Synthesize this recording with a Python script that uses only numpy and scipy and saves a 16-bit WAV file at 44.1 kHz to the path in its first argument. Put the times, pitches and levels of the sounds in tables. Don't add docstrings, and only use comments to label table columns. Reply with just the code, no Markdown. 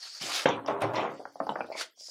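import sys
import numpy as np
from scipy import signal
from scipy.fft import rfft, irfft, next_fast_len
from scipy.io import wavfile
from scipy.ndimage import uniform_filter1d, map_coordinates

SR = 44100
rng = np.random.default_rng(int(sys.argv[2]) if len(sys.argv) > 2 else 0)


def inscribe(sig):
    pcm = np.round(np.clip(np.atleast_2d(sig).T, -1, 1) * 32767)
    wavfile.write(sys.argv[1], SR, pcm.astype(np.int16))


def field_ratio(decibels):
    return 10 ** (np.asarray(decibels, dtype=float) / 20)


N = 92610


def unit(x):
    return x / np.sqrt(np.mean(x ** 2) + 1e-20)


def along(points, hz):
    point_hz, values = np.transpose(points)
    return np.interp(np.log(hz + 1), np.log(point_hz + 1), values)


def curves(rows):
    knot_s, level_db, *others = np.transpose(rows)
    t = np.arange(N) / SR
    inside = 1.0 * ((t >= knot_s[0]) & (t <= knot_s[-1]))
    inside = uniform_filter1d(inside, size=200, mode="nearest")
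    level = np.interp(t, knot_s, level_db) + 20 * np.log10(np.abs(inside) + 1e-6)
    return [level] + [np.interp(t, knot_s, column) for column in others]


def wobble(rate):
    knots = rng.standard_normal(int(N * rate / SR) + 4)
    return map_coordinates(knots, [np.arange(N) * rate / SR])


def coloured(x, spectrum):
    m = next_fast_len(N + 8192)
    gain = field_ratio(along(spectrum, np.fft.rfftfreq(m, 1 / SR)))
    return unit(irfft(rfft(x, m) * gain, m)[:N])


def friction(spectrum, grain_db, patchy_db):
    z = signal.stft(rng.standard_normal(N), nperseg=256)[2]
    field = uniform_filter1d(rng.standard_normal(z.shape), size=3, axis=0)
    field = uniform_filter1d(field, size=14, axis=1)
    patchy = signal.istft(z * field_ratio(patchy_db * unit(field)), nperseg=256)[1][:N]
    return coloured(patchy * field_ratio(grain_db * wobble(300)), spectrum)


def add_at(out, start_s, x):
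    out[round(start_s * SR):][:len(x)] += x


def strike_time():
    t = np.arange(SR // 8) / SR
    attack_s = 0.000577
    return t, (1 - np.exp(-t / attack_s)) ** 2


def rub():
    # start_s, level_db
    rubs = [
        [(0.0, -48.5), (0.016, -45), (0.23, -46)],
        [(1.1, -66), (1.698, -65.5), (1.77, -55.5)],
        [(1.94, -87.5), (1.97, -64.5), (2.0, -49), (2.1, -44.5)],
    ]
    # pitch_hz, relative_db
    rub_colour = [(180, -40), (439, -44), (1160, -38.5), (1370, -26.5), (2210, -22.5), (4000, -9.5),
                  (4400, 4), (5900, -5.5), (11100, -28), (15500, -33.5)]
    rub_shift = (0.9854, 1.03, 1.1124)
    out = np.zeros(N)
    for rows, shift in zip(rubs, rub_shift):
        colour = np.multiply(rub_colour, [shift, 1])
        out += field_ratio(curves(rows)[0]) * friction(colour, grain_db=1.5, patchy_db=2.5)
    return out


def swipe():
    # start_s, level_db
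    swipes = [
        [(0.0, -71), (0.03, -50.5), (0.08, -49), (0.094, -60), (0.19, -54)],
        [(0.19, -62.5), (0.218, -37), (0.296, -35.5), (0.364, -29), (0.448, -41)],
        [(1.75, -62.5), (1.776, -40.5), (1.816, -33), (1.9, -78.5), (1.92, -95)],
    ]
    # pitch_hz, relative_db
    swipe_colour = [(120, -37), (235, -26), (383, -10), (733, -1.5), (1020, -7), (1300, -1.5), (2490, -2),
                    (5060, -1.5), (11200, -18), (15500, -31)]
    level = sum(field_ratio(curves(rows)[0]) for rows in swipes)
    return level * friction(swipe_colour, grain_db=1.2, patchy_db=2.5)


def noise_floor():
    # pitch_hz, relative_db
    floor_colour = [(60, -14), (605, -8.5), (4210, -7), (6090, -15.5), (7500, -9.5), (15000, -13)]
    floor_db = -66
    return field_ratio(floor_db) * friction(floor_colour, grain_db=2.0, patchy_db=4.5)


def table():
    # pitch_hz, level_db, t60_s
    modes = [(151, -12, 0.38), (280, -8, 0.73), (328, -3, 0.5), (404, -4, 0.3), (538, -1, 0.3),
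             (595, -3, 0.3), (484, 0, 0.4), (694, -5, 0.34)]
    t = np.arange(SR // 2) / SR
    ring = np.zeros(len(t))
    for hz, db, t60_s in modes:
        level = field_ratio(db + rng.normal(0, 2) - 60 * t / t60_s)
        phase = 0.5 * wobble(25)[:len(t)] + rng.uniform(0, 2 * np.pi)
        ring += level * np.sin(2 * np.pi * hz * t + phase)
    return ring / np.linalg.norm(ring)


def low_thumps():
    # start_s, level_db, pitch_hz, length_s
    thump_rows = [(0.209, -41.5, 190, 0.0117), (.235, -37, 278.3, 0.0069), (0.456, -14.5, 297.5, 0.00333),
                  (0.68, -25, 529, 0.0043), (0.818, -24, 352, 0.0042), (1.406, -33, 252, 0.0114),
                  (1.49, -33.5, 229, 0.01934), (1.606, -39.5, 251.6, 0.0151)]
    ring_db = -15.5
    out = np.zeros(N + SR)
    t = np.arange(SR // 8) / SR
    for start_s, db, hz, length_s in thump_rows:
        window = np.sin(np.pi * np.clip(t / length_s, 0, 1)) ** 2
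        thump = np.sin(2 * np.pi * hz * t) * window
        add_at(out, start_s, field_ratio(db) * thump)
        add_at(out, start_s, field_ratio(db + ring_db) * signal.fftconvolve(thump, table()))
    return out[:N]


def knocks():
    # start_s, level_db, pitch_hz, overtone_hz, overtone_db; thud and overtone are raised further below
    knock_rows = [(0.457, -12, 543.6, 1598, -3.5), (0.661, -30, 870, 1770, -16),
                  (0.685, -19.5, 596, 1226, -14.5), (0.82, -20.5, 642, 1430, -7.5),
                  (.84, -22, 554, 1330, -25), (1.195, -36.5, 453, 990, -30.5),
                  (1.201, -32, 717.4, 1250, -56.5), (1.214, -36, 578, 1221, -34),
                  (1.2535, -29.5, 850.5, 1460, -3), (1.3565, -33, 718, 1255, -79),
                  (1.402, -19, 689.7, 1116, -6), (1.429, -34, 801, 1520, -25.5),
                  (1.468, -24, 828, 1257, -17.5), (1.492, -15.5, 919, 1220, -16.5),
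                  (1.521, -30, 765, 1354, -36.5), (1.556, -22, 1308, 1810, -16),
                  (1.559, -27, 852, 1654, -2.5), (1.589, -29, 787, 1410, -22),
                  (1.606, -21, 818, 1400, -5.5), (1.644, -35.5, 581, 1380, -4),
                  (1.687, -38, 640.6, 1103, -31), (1.701, -29.5, 591.5, 980, -17.5),
                  (1.7165, -29.5, 738.5, 2330, -19.5), (1.752, -31, 598, 889.5, -4.5),
                  (1.811, -34, 897, 1485, 6.5), (1.975, -59, 670, 985, -12.5), (2.009, -51, 580, 985, -20),
                  (2.085, -49, 595, 905, -11)]
    # pitch_hz, relative_db
    shudder_colour = [(120, -32.5), (250, -7.5), (600, 7), (1100, -6.5), (2200, -25.5), (4000, -70)]
    thud_cycles, overtone_cycles = 3.752, 4.126
    shudder_db, shudder_t60_s = -14.5, 0.1
    out = np.zeros(N + SR)
    t, rise = strike_time()

    def damped(hz, cycles):
        return np.sin(2 * np.pi * hz * t) * field_ratio(-20 * t * hz / cycles)

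    shake = coloured(rng.standard_normal(N), shudder_colour)
    for start_s, db, hz, overtone_hz, overtone_db in knock_rows:
        overtone = field_ratio(overtone_db + 5) * damped(overtone_hz, overtone_cycles)
        blow = rise * (damped(hz, thud_cycles) + overtone)
        shudder = np.roll(shake, -round(start_s * SR))[:len(t)]
        shudder = shudder * rise * field_ratio(shudder_db - 60 * t / shudder_t60_s)
        add_at(out, start_s, field_ratio(db) * (field_ratio(6.5) * blow + shudder))
    return out[:N]


def drag():
    # start_s, level_db, treble_over_level_db; the slips lie a little lower, see below
    drags = [
        [(0.4575, -19.5, -4), (0.478, -26.5, -10), (0.5, -29.5, -11.5), (0.552, -39, -6.5), (0.578, -38.5, -32),
         (0.645, -55, -19.5)],
        [(0.645, -45, -42), (0.675, -44, -7.5), (0.683, -27, -12.5), (.726, -31, -24.5), (.734, -35, -50),
         (0.797, -39.5, -47), (0.81, -35.5, -21.5), (0.821, -27.5, -8.5), (.9, -34.5, -21),
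         (0.929, -38.5, -28.5), (0.951, -29.5, -6.5), (1.081, -35, -16.5), (1.141, -47.5, -22.5),
         (1.19, -62, 0.5)],
    ]
    # pitch_hz, relative_db
    low_colour = [(59, -49.5), (100, -14.5), (232, -8.5), (319, -5), (374, -5), (530, -4.5), (989, 0),
                  (3200, -33.5), (4160, -42), (7040, -120)]
    # pitch_hz, relative_db
    high_colour = [(1180, -25), (2000, 10), (3600, 1.5), (4200, -10.5), (6900, -16.5), (8000, -39),
                   (15500, -41)]
    slips_per_s, slip_spread_db, ring_db = 2500, 1.5, -17
    out = np.zeros(N)
    for rows in drags:
        level_db, treble_db = curves(rows)
        slips = (rng.random(N) < slips_per_s / SR) * rng.standard_normal(N)
        slips = slips * field_ratio(slip_spread_db * wobble(59.89))
        low = coloured(slips, low_colour) * field_ratio(level_db - 1.5)
        ring = field_ratio(ring_db) * signal.fftconvolve(low, table())[:N]
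        high = friction(high_colour, grain_db=1.2, patchy_db=4) * field_ratio(level_db + treble_db)
        out += low + ring + high
    return out


def lowest_mode():
    # start_s, level_db
    ring_rows = [(.458, -47), (0.661, -69), (0.816, -39.5), (.945, -54.5)]
    lowest_hz, lowest_t60_s = 114, 0.8
    t = np.arange(N) / SR
    ends_s = [row[0] for row in ring_rows[1:]] + [N / SR]
    out = np.zeros(N)
    for (start_s, db), end_s in zip(ring_rows, ends_s):
        on = uniform_filter1d(1.0 * ((t > start_s) & (t < end_s)), size=300)
        since_s = t - start_s
        out += on * field_ratio(db - 60 * since_s / lowest_t60_s) * np.sin(2 * np.pi * lowest_hz * since_s)
    return out


def ticks():
    # start_s, level_db, pitch_hz, t60_s
    tick_rows = [(0.488, -30.5, 6110, 0.0215), (0.488, -31.5, 3560, 0.0234), (0.662, -36.5, 5260, 0.019),
                 (.661, -42.5, 3000, 0.0194), (.955, -40, 5340, 0.091), (.955, -38.5, 4230, 0.072),
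                 (.817, -37.5, 9530, 0.0257), (1.466, -46.5, 4970, 0.0202), (1.403, -38, 1816, 0.0274),
                 (1.491, -34.5, 3750, 0.0171), (1.493, -37, 2930, 0.0246), (1.607, -33.5, 2448, 0.0308),
                 (1.721, -47, 2242, 1), (1.722, -47, 4595, 0.052)]
    half_width = 0.069
    out = np.zeros(N + SR)
    t, rise = strike_time()
    fade = np.cos(4 * np.pi * t)
    for start_s, db, hz, t60_s in tick_rows:
        edges_hz = [hz * (1 - half_width), hz * (1 + half_width)]
        band = signal.butter(2, edges_hz, "band", fs=SR, output="sos")
        tick = unit(signal.sosfilt(band, rng.standard_normal(len(t))))
        add_at(out, start_s, field_ratio(db - 60 * t / t60_s) * rise * tick * fade)
    return out[:N]


def scuffs():
    # start_s, level_db, t60_s
    scuff_rows = [(0.675, -49.5, 0.091), (0.806, -49.5, 0.094), (0.818, -43, 0.052), (0.935, -50, 0.2325)]
    # pitch_hz, relative_db
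    scuff_colour = [(1200, -32.5), (2000, 2), (4500, -7.5), (7000, -12), (15000, -21.5)]
    t = np.arange(N) / SR
    level = sum(field_ratio(db - 60 * np.abs(t - start_s) / t60_s) * (t >= start_s)
                for start_s, db, t60_s in scuff_rows)
    return level * friction(scuff_colour, grain_db=2, patchy_db=1.5)


def room(x):
    # pitch_hz, t60_s
    decay = [(150, 0.47), (700, 0.1767), (2000, 0.198), (6000, 0.183), (12000, 0.12)]
    delay, step = 150, SR // 10
    out = np.zeros(N + SR)
    for a in range(0, N, step):
        hz, t, z = signal.stft(rng.standard_normal(SR // 2), SR, nperseg=256)
        fall = field_ratio(-60 * t / along(decay, hz)[:, None])
        tail = signal.istft(z * fall, SR, nperseg=256)[1]
        wet = signal.fftconvolve(x[a:a + step], tail / np.linalg.norm(tail))
        out[a + delay:][:len(wet)] += wet[:len(out) - a - delay]
    return out[:N]


def stereo(mid):
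    # pitch_hz, side_over_mid_db
    side_share = [(2000, -31.5), (5000, -30), (12000, -22)]
    share = field_ratio(along(side_share, np.fft.rfftfreq(N, 1 / SR)))
    turn = np.exp(2j * wobble(100)[:N // 2 + 1])
    side = irfft(rfft(mid) * share * turn, N)
    return np.array([mid + side, mid - side])


def scene():
    hand_wet_db, hit_wet_db, drag_wet_db = -10.5, -7, -7.5
    hand = rub() + swipe()
    background = noise_floor()
    hit = low_thumps() + knocks() + lowest_mode() + ticks()
    pull = drag() + scuffs()
    send = field_ratio(hand_wet_db) * hand + field_ratio(hit_wet_db) * hit + field_ratio(drag_wet_db) * pull
    return stereo(hand + hit + pull + room(send) + background)


def suppress_noise(x):
    threshold_db, deepest_cut_db = -92, -12
    z = signal.stft(x, nperseg=512, noverlap=384)[2]
    power = uniform_filter1d(np.abs(z.mean(0)) ** 2, size=7, axis=1)
    gain = 1 - field_ratio(threshold_db) ** 2 / (np.abs(power) + 1e-20)
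    gain = np.clip(gain, field_ratio(deepest_cut_db), 1)
    return signal.istft(z * gain, nperseg=512, noverlap=384)[1][:, :N]


def roll_off(x):
    return signal.sosfilt(signal.butter(12, 15700, fs=SR, output="sos"), x)


def record(dry):
    low_cut_hz = 95
    cut = signal.butter(4, low_cut_hz, "high", fs=SR, output="sos")
    mix = suppress_noise(signal.sosfilt(cut, dry))
    return roll_off(mix)


dry = scene()
out = record(dry)
inscribe(out)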